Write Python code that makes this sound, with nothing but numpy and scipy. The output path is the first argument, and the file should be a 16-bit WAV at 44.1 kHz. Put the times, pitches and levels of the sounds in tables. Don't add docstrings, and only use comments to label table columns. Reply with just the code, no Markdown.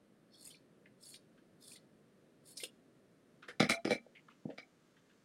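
import sys
import numpy as np
from scipy import signal
from scipy.fft import rfft, irfft, next_fast_len
from scipy.io import wavfile
from scipy.ndimage import uniform_filter1d, map_coordinates

SR = 44100
rng = np.random.default_rng(int(sys.argv[2]) if len(sys.argv) > 2 else 0)


def store_pcm(level_fs):
    pcm = np.round(np.clip(level_fs, -1, 1) * 32767).astype(np.int16)
    wavfile.write(sys.argv[1], SR, np.atleast_2d(pcm).T)


N = 231480

# (frequency [Hz], level [dB])
AIR_SPECTRUM = [(15, -53.5), (25, -17), (76, -20.5), (144, -2), (170, -2), (235, -1), (414, -6), (604, -10),
                (834, -22.5), (1730, -22), (2150, -27.5), (3880, -32), (7220, -42.5), (8730, -33),
                (15800, -49)]
# (time [s], level [dB])
AIR_LEVEL = [(0, -67), (1.5, -66), (3.4, -66.5), (4.1, -69), (4.7, -70.5), (5.25, -70.5)]
# (time [s], level [dB])
CLOTH_LEVEL = [(0, -87.5), (3.1, -85), (4.3, -78), (5.25, -77.5)]
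# (frequency [Hz], level [dB])
RUSTLE_SPECTRUM = [(400, -11), (1200, 1), (3000, -7), (7000, -8.5), (10000, -19), (15000, -25)]
# (start [s], deepest bite [s],
# end [s], thread crunch at the bite [dB], crunch drop away from the bite [dB], blade scrape [dB])
STROKES = [ (0.337, 0.469, 0.57, -52.5, 25, -64.5), (1.021, 1.086, 1.165, -54.5, 9, -63.5),
           (1.623, 1.702, 1.769, -55, 7.7, -61.5), (2.465, 2.514, 2.53, -56, 6, -65),
           (2.575, 2.54, 2.655, -49.5, 4.6, -56)]
# (frequency [Hz], level [dB])
CRUNCH_SPECTRUM = [(3500, -20.5), (6000, -18), (6950, -4), (7700, -9.5), (8300, 2.5), (8600, -9.5),
                   (9050, -2), (9600, -5.5), (10100, -1), (10800, -9.5), (11700, -5.5), (12300, -15),
                   (15000, -23), (15800, -17.5)]
# (frequency [Hz], width [Hz], level [dB])
EDGE_MODES = [(5630, 81, 3.5), (7986, 51, -9.5), (8940, 56, -1), (8840, 160, 22), (9340, 81, -25.5),
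              (11220, 210, -2.5)]
# (frequency [Hz], width [Hz], level [dB])
SCRAPE_MODES = [(3480, 180, 2), (4330, 255, 9.5), (5270, 240, 7.5), (5800, 300, -0.5)]
# (time [s], level [dB], pitch [Hz])
CHIRPS = [(0.343, -54, 3360), (0.455, -49, 5020), (0.469, -56.5, 2550), (0.502, -50.5, 3065),
          (0.542, -52, 2490), (1.034, -48.5, 5090), (1.065, -49.5, 4520), (1.117, -53.5, 4400),
          (1.714, -51, 2520), (1.755, -54.5, 2050), (2.599, -43.5, 2200)]
# (time [s], level [dB], pitch [Hz], treble [dB], t60 [s])
SNAPS = [(0.507, -48, 3500, -7, 0.05), (0.548, -54, 3970, -12, 0.042), (1.14, -42, 3260, -14, 0.028),
         (1.156, -51, 4050, -13, 0.05), (1.758, -47, 3950, -8, 0.043), (2.57, -33.5, 4940, -8, 0.058),
         (2.601, -43.5, 3400, -28, 0.08), (2.635, -30, 3130, -2.5, 0.024)]
# (frequency [Hz], width [Hz], level [dB])
SNAP_MODES = [(2330, 110, -3), (3760, 590, -5), (5200, 400, -0.5), (9100, 350, 13.5)]
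# (time [s], level [dB], pitch [Hz], t60 before the swell [s], rasp [dB])
SCUFFS = [(0.856, -52, 1950, 0.014, -12), (1.372, -59, 1610, 0.054, -4.5),
          (3.421, -43.5, 1450, 0.075, -4.5), (3.479, -35.5, 1705, 0.079, -8),
          (4.147, -46.5, 2400, 0.097, -14.5), (4.281, -47.5, 1240, 0.026, -13),
          (4.297, -63.5, 2180, 0.093, 5.5), (4.497, -53.5, 1950, 0.065, -0.5),
          (4.963, -57.5, 1810, 0.053, -5.5), (5.092, -60.5, 1730, 0.08, -0.5)]
# (time [s], thud [dB], thud pitch [Hz], tock [dB])
BUMPS = [(2.632, -43, 436, -60), (4.064, -89, 395, -46), (4.453, -30, 211, -43), (4.49, -42, 271, -40),
         (4.501, -48, 300, -37.5)]
# (frequency [Hz], level [dB], t60 [s])
TABLE_MODES = [(112.8, -20, 0.1), (165.7, -2, 0.154), (201.4, -20.5, 0.059), (236.4, -5.5, 0.31),
               (265.6, 14.5, 0.027), (375, 8, 0.03), (447.6, -3.5, 0.061), (487, 1.5, 0.057),
               (635.4, -20, 0.15), (744, 6.5, 0.033)]
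# (frequency [Hz], level [dB])
TABLE_SPECTRUM = [(30, -40.5), (70, -20), (110, -4.5), (160, -1), (750, 1.5), (1000, -6.5), (2500, -52.5)]
# (time [s], clack [dB], treble [dB], steel ring [dB],
# thud [dB], thud pitch [Hz], handle tock [dB], first bounce [s], loss a bounce [dB])
CONTACTS = [(3.485, -45, -5, -17, -49.5, 440, -58, 0.008, 4.5),
            (3.602, -17.5, -14, -4.5, -18, 214.6, -22, 0.024, 7.5),
            (3.696, -24, 0, 3.5, -31.5, 228, -34, 0.0093, 3.5),
            (3.851, -29, -12, -15, -24, 321, -29.5, 0.024, 4.5),
            (3.907, -30, -6.5, 3.5, -32, 236, -23.5, 0.01, 3),
            (4.582, -37.5, -47, -6, -52, 252, -50, 0.008, 16)]
# (frequency [Hz], level [dB])
CLACK_SPECTRUM = [(350, -16.5), (760, 10.5), (950, -15.5), (1200, 3.5), (1650, 0), (2020, 5), (2300, 7),
                  (2900, -6.5), (3500, -1), (4100, -9), (4650, -10), (5050, 2.5), (5800, -14.5),
                  (8000, -27.5), (15000, -57.5)]
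# (frequency [Hz], level [dB])
CRACK_SPECTRUM = [(3500, -2.5), (6000, -1.5), (7200, -4.5), (9900, -1.5), (11500, -12.5), (12500, -20.5),
                  (15500, -25)]
# (frequency [Hz], level [dB], t60 [s])
STEEL_MODES = [(678.6, -8, 0.19), (1265, -13, 0.15), (1421, -5.5, 0.065), (1630, -9.5, 0.117),
               (1853, -39, 0.2), (2095, -1.5, 0.14), (2180, -1, 0.14), (2328, 5, 0.087), (3980, 6.5, 0.032),
               (4170, -12.5, 0.2), (4570, -28, 0.068), (5420, -15, 0.034), (5890, -6, 0.063),
               (8350, -29, .07), (8400, -32, 0.049), (10500, -35, 0.064)]
# (frequency [Hz], t60 [s])
ROOM_DECAY = [(150, 0.26), (500, 0.22), (2000, 0.21), (6000, 0.18), (14000, 0.17)]

ATTACK_S, RELEASE_S = 0.012, 0.0065
CHIRP_WIDTH_HZ, CHIRP_T60_S, CHIRP_RISE_S, CHIRP_TREBLE_DB = 200, 0.02, 0.0027, -20.5
SNAP_WIDTH_HZ, SNAP_RISE_S = 1400, 0.0045
SCUFF_WIDTH, SCUFF_RISE_S = 0.3, 0.0056
RASP_HZ, RASP_WIDTH_HZ = 2590, 1160
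THUD_SOFT_S, TOCK_SOFT_S, TOCK_HZ = 0.0035, 0.0017, 548
BOUNCE_SHRINK = 0.85
LEAD_S, LEAD_DB = 0.0045, -10
CLACK_RISE_S = 0.00067
GRIP_S = 0.072
HUM_S, HUM_DB, HUM_HZ = 3.696, -42.5, 677
HUM_SWELL_S, HUM_FREE_S = 0.062, 0.11
TOP_HZ = 15800


def amp(db):
    return 10 ** (np.asarray(db) / 20)


def unit(x):
    return x / np.sqrt(np.mean(x ** 2) + 1e-20)


def along(points, hz):
    f, v = np.transpose(points)
    return np.interp(np.log(hz + 1), np.log(f + 1), v)


def level(rows):
    s, db = np.transpose(rows)
    return amp(np.interp(np.arange(N) / SR, s, db))


def coloured(x, spectrum, size=2048):
    cepstrum = irfft(np.log(amp(along(spectrum, np.fft.rfftfreq(size, 1 / SR))) + 1e-6))
    cepstrum[1:size // 2] *= 2
    cepstrum[size // 2 + 1:] = 0
    impulse = irfft(np.exp(rfft(cepstrum)))
    return signal.fftconvolve(x, impulse)[:len(x)]


def air():
    return level(AIR_LEVEL) * unit(coloured(rng.standard_normal(N), AIR_SPECTRUM))


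def grains(rate, spread_db):
    happens = rng.random(N) < rate / SR
    sign = rng.choice([-1, 1], N)
    return happens * sign * amp(spread_db * np.clip(rng.standard_normal(N), -2, 2))


def rustle():
    return level(CLOTH_LEVEL) * unit(coloured(grains(rate=3300, spread_db=0.5), RUSTLE_SPECTRUM))


def filtered(x, response):
    m = next_fast_len(len(x) + 8192)
    return irfft(rfft(x, m) * response(np.fft.rfftfreq(m, 1 / SR)), m)[:len(x)]


def resonance(f, hz, width):
    return 1j * f * width / (hz * hz - f * f + 1j * f * width)


def ringing(x, modes):
    def response(f):
        return sum(amp(db) * resonance(f, hz, width) * (-1) ** k
                   for k, (hz, width, db) in enumerate(modes))
    return unit(filtered(x, response))


def shifting(x, depth_db, size):
    z = signal.stft(x, nperseg=size)[2]
    field = uniform_filter1d(rng.standard_normal(z.shape), size=3, axis=0)
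    field = uniform_filter1d(field, size=6, axis=1)
    return signal.istft(z * amp(depth_db * unit(field)), nperseg=size)[1][:N]


def wobble(rate):
    knots = rng.standard_normal(int(N * rate / SR) + 4)
    return map_coordinates(knots, [np.arange(N) * rate / SR])


def strokes():
    t, crunch, scrape = np.arange(N) / SR, np.zeros(N), np.zeros(N)
    for start, bite, end, crunch_db, drop_db, scrape_db in STROKES:
        moving = np.exp(-np.maximum(start - t, 0) / ATTACK_S - np.maximum(t - end, 0) / RELEASE_S)
        crunch += moving * amp(crunch_db - drop_db * np.interp(t, [start, bite, end], [1, 0, 1]))
        scrape += moving * amp(scrape_db)
    return crunch, scrape


def cutting(crunch_db=-2, edge_db=-7, scrape_db=-3):
    crunch, scrape = strokes()
    threads = shifting(grains(rate=3500, spread_db=4.5), depth_db=3, size=512)
    threads = threads * amp(1.8 * wobble(150))
    parting = amp(crunch_db) * unit(coloured(threads, CRUNCH_SPECTRUM))
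    edges = amp(edge_db) * ringing(threads, EDGE_MODES)
    sliding = amp(scrape_db) * ringing(threads, SCRAPE_MODES)
    return crunch * (parting + edges) + scrape * sliding


def age():
    return np.arange(SR // 4) / SR


def burst(t60, rise):
    t = age()
    return rng.standard_normal(len(t)) * amp(-60 * t / t60) * (1 - np.exp(-t / rise))


def blow(x):
    return x / np.sqrt(np.sum(x ** 2) / (.005 * SR) + 1e-20)


def add(track, s, sound):
    part = track[round(s * SR):][:len(sound)]
    part += sound[:len(part)]


def band(x, hz, width_hz):
    def response(f):
        return (resonance(f, hz, width_hz) * resonance(f, hz, 2 * width_hz)
                * resonance(f, hz, 4 * width_hz))
    return filtered(x, response)


def slip(hz, width_hz, t60, top_db, rise):
    body = blow(band(burst(t60, rise), hz, width_hz))
    top = blow(coloured(burst(t60, rise), CRUNCH_SPECTRUM))
    return body + amp(top_db) * top


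def chirps(chirp_db=-8):
    out = np.zeros(N)
    for s, db, hz in CHIRPS:
        chirp = slip(hz, CHIRP_WIDTH_HZ, CHIRP_T60_S, CHIRP_TREBLE_DB, CHIRP_RISE_S)
        add(out, s, amp(db + chirp_db) * chirp)
    return out


def snaps(snap_db=-9, ring_db=-4, treble_db=-3):
    out = np.zeros(N)
    for s, db, hz, top_db, t60 in SNAPS:
        strike = band(burst(t60, SNAP_RISE_S), hz, hz)
        ring = amp(ring_db) * blow(ringing(strike, SNAP_MODES))
        snap = slip(hz, SNAP_WIDTH_HZ, t60, top_db + treble_db, SNAP_RISE_S)
        add(out, s, amp(db + snap_db) * (snap + ring))
    return out


def rattle(t60, rise, grit_db, size=64):
    x = burst(t60, rise)
    steps = np.clip(rng.standard_normal(len(x) // size + 1), -2, 2)
    return x * amp(grit_db * np.repeat(steps, size)[:len(x)])


def scuffs(scuff_db=-6, swell=0.32, grit_db=1.5):
    out = np.zeros(N)
    for s, db, hz, t60, rasp_db in SCUFFS:
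        rub = rattle(t60, swell * t60, grit_db) * np.minimum(age() / SCUFF_RISE_S, 1)
        body = blow(band(rub, hz, SCUFF_WIDTH * hz))
        rasp = blow(band(rub, RASP_HZ, RASP_WIDTH_HZ))
        add(out, s, amp(db + scuff_db) * (body + amp(rasp_db) * rasp))
    return out


def bounces(s, flight, loss_db, count=4):
    k = np.arange(count)
    flights = flight * BOUNCE_SHRINK ** k[:-1]
    return list(zip(s + np.cumsum(np.append(0, flights)), -loss_db * k))


def thud(hz, rise, push_db=-4, table_db=-9, focus_db=12, cycles=8):
    t = age()
    soft = 1 - np.exp(-(t / rise) ** 2)
    push = np.sin(2 * np.pi * hz * t) * amp(-60 * t * hz / cycles)
    top = np.zeros(len(t))
    for f, mode_db, t60 in TABLE_MODES:
        away_db = focus_db * abs(np.log2(f / hz))
        top += amp(mode_db - away_db - 60 * t / t60) * np.sin(2 * np.pi * f * t)
    return amp(push_db) * blow(push * soft) + amp(table_db) * blow(top * soft)


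def thuds():
    out = np.zeros(N)
    landings = [(s, low_db + db, hz, tock_db + db)
                for start, _, _, _, low_db, hz, tock_db, flight, loss_db in CONTACTS
                for s, db in bounces(start, flight, loss_db)]
    for s, low_db, hz, tock_db in landings + BUMPS:
        low = amp(low_db) * thud(hz, THUD_SOFT_S)
        tock = amp(tock_db) * thud(TOCK_HZ, TOCK_SOFT_S)
        add(out, s, low + tock)
    return coloured(out, TABLE_SPECTRUM)


def steel():
    t = age()
    chance = rng.standard_normal((len(STEEL_MODES), 3)) * [2.5, .007, 2]
    ring = np.zeros(len(t))
    for (hz, mode_db, t60), (more_db, shift, phase) in zip(STEEL_MODES, chance):
        decay = amp(mode_db + more_db - 60 * t / t60)
        ring += decay * np.sin(2 * np.pi * hz * (1 + shift) * t + phase)
    return blow(ring * np.exp(-(t / GRIP_S) ** 4))


def clatter(touch_db=-11, chatter_db=-11, crack_db=-9, ring_db=-8,
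            touch_t60=0.015, chatter_t60=0.025, crack_t60=0.038):
    out = np.zeros(N)
    for start, db, top_db, steel_db, _, _, _, flight, loss_db in CONTACTS:
        for s, bounce_db in [(start - LEAD_S, LEAD_DB)] + bounces(start, flight, loss_db):
            touch = amp(touch_db) * blow(coloured(burst(touch_t60, CLACK_RISE_S), CLACK_SPECTRUM))
            impacts = rattle(chatter_t60, CLACK_RISE_S, grit_db=1.5)
            chatter = amp(chatter_db) * blow(coloured(impacts, CLACK_SPECTRUM))
            crisp = blow(coloured(burst(crack_t60, CLACK_RISE_S), CRACK_SPECTRUM))
            crack = amp(crack_db + top_db) * crisp
            ring = amp(ring_db + steel_db) * steel()
            add(out, s, amp(db + bounce_db) * (touch + chatter + crack + ring))
    return out


def hum():
    out, t = np.zeros(N), age()
    free = (1 - np.exp(-t / HUM_SWELL_S)) * np.exp(-(t / HUM_FREE_S) ** 12)
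    add(out, HUM_S, amp(HUM_DB) * free * np.sin(2 * np.pi * HUM_HZ * t))
    return out


def room(x, delay=0.0057):
    hz, t, z = signal.stft(rng.standard_normal(SR // 2), SR, nperseg=256)
    decay = amp(-60 * t / along(ROOM_DECAY, hz)[:, None])
    tail = signal.istft(z * decay, SR, nperseg=256)[1]
    reply = np.pad(tail / np.linalg.norm(tail), (round(delay * SR), 0))
    return signal.fftconvolve(x, reply)[:N]


def scene(cut_room_db=-5, clatter_room_db=-2, thud_room_db=-8):
    cloth_and_blades = rustle() + cutting() + chirps() + snaps() + scuffs()
    table = thuds() + hum()
    sources = [(cloth_and_blades, cut_room_db), (table, thud_room_db), (clatter(), clatter_room_db)]
    return (air() + sum(x + amp(wet_db) * room(x) for x, wet_db in sources))[None]


def suppress(x, memory=0.041, tail_db=-8, size=256):
    z = signal.stft(x, nperseg=size)[2]
    power = uniform_filter1d(np.abs(z) ** 2, size=3, axis=0)
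    power = np.abs(uniform_filter1d(power, size=3, axis=1)) + 1e-20
    keep = np.exp(-size / 2 / SR / memory)
    recent = signal.lfilter([1 - keep], [1, -keep], power, axis=1)
    echo = amp(tail_db) ** 2 * recent
    steady = np.median(power, axis=1, keepdims=True)
    floor = np.sqrt(np.minimum(steady / power, 1))
    gain = np.maximum(power / (power + echo), floor)
    return signal.istft(z * gain, nperseg=size)[1][:N]


def record(dry):
    return filtered(suppress(dry[0]), lambda hz: hz < TOP_HZ)[None]


dry = scene()
out = record(dry)
store_pcm(out)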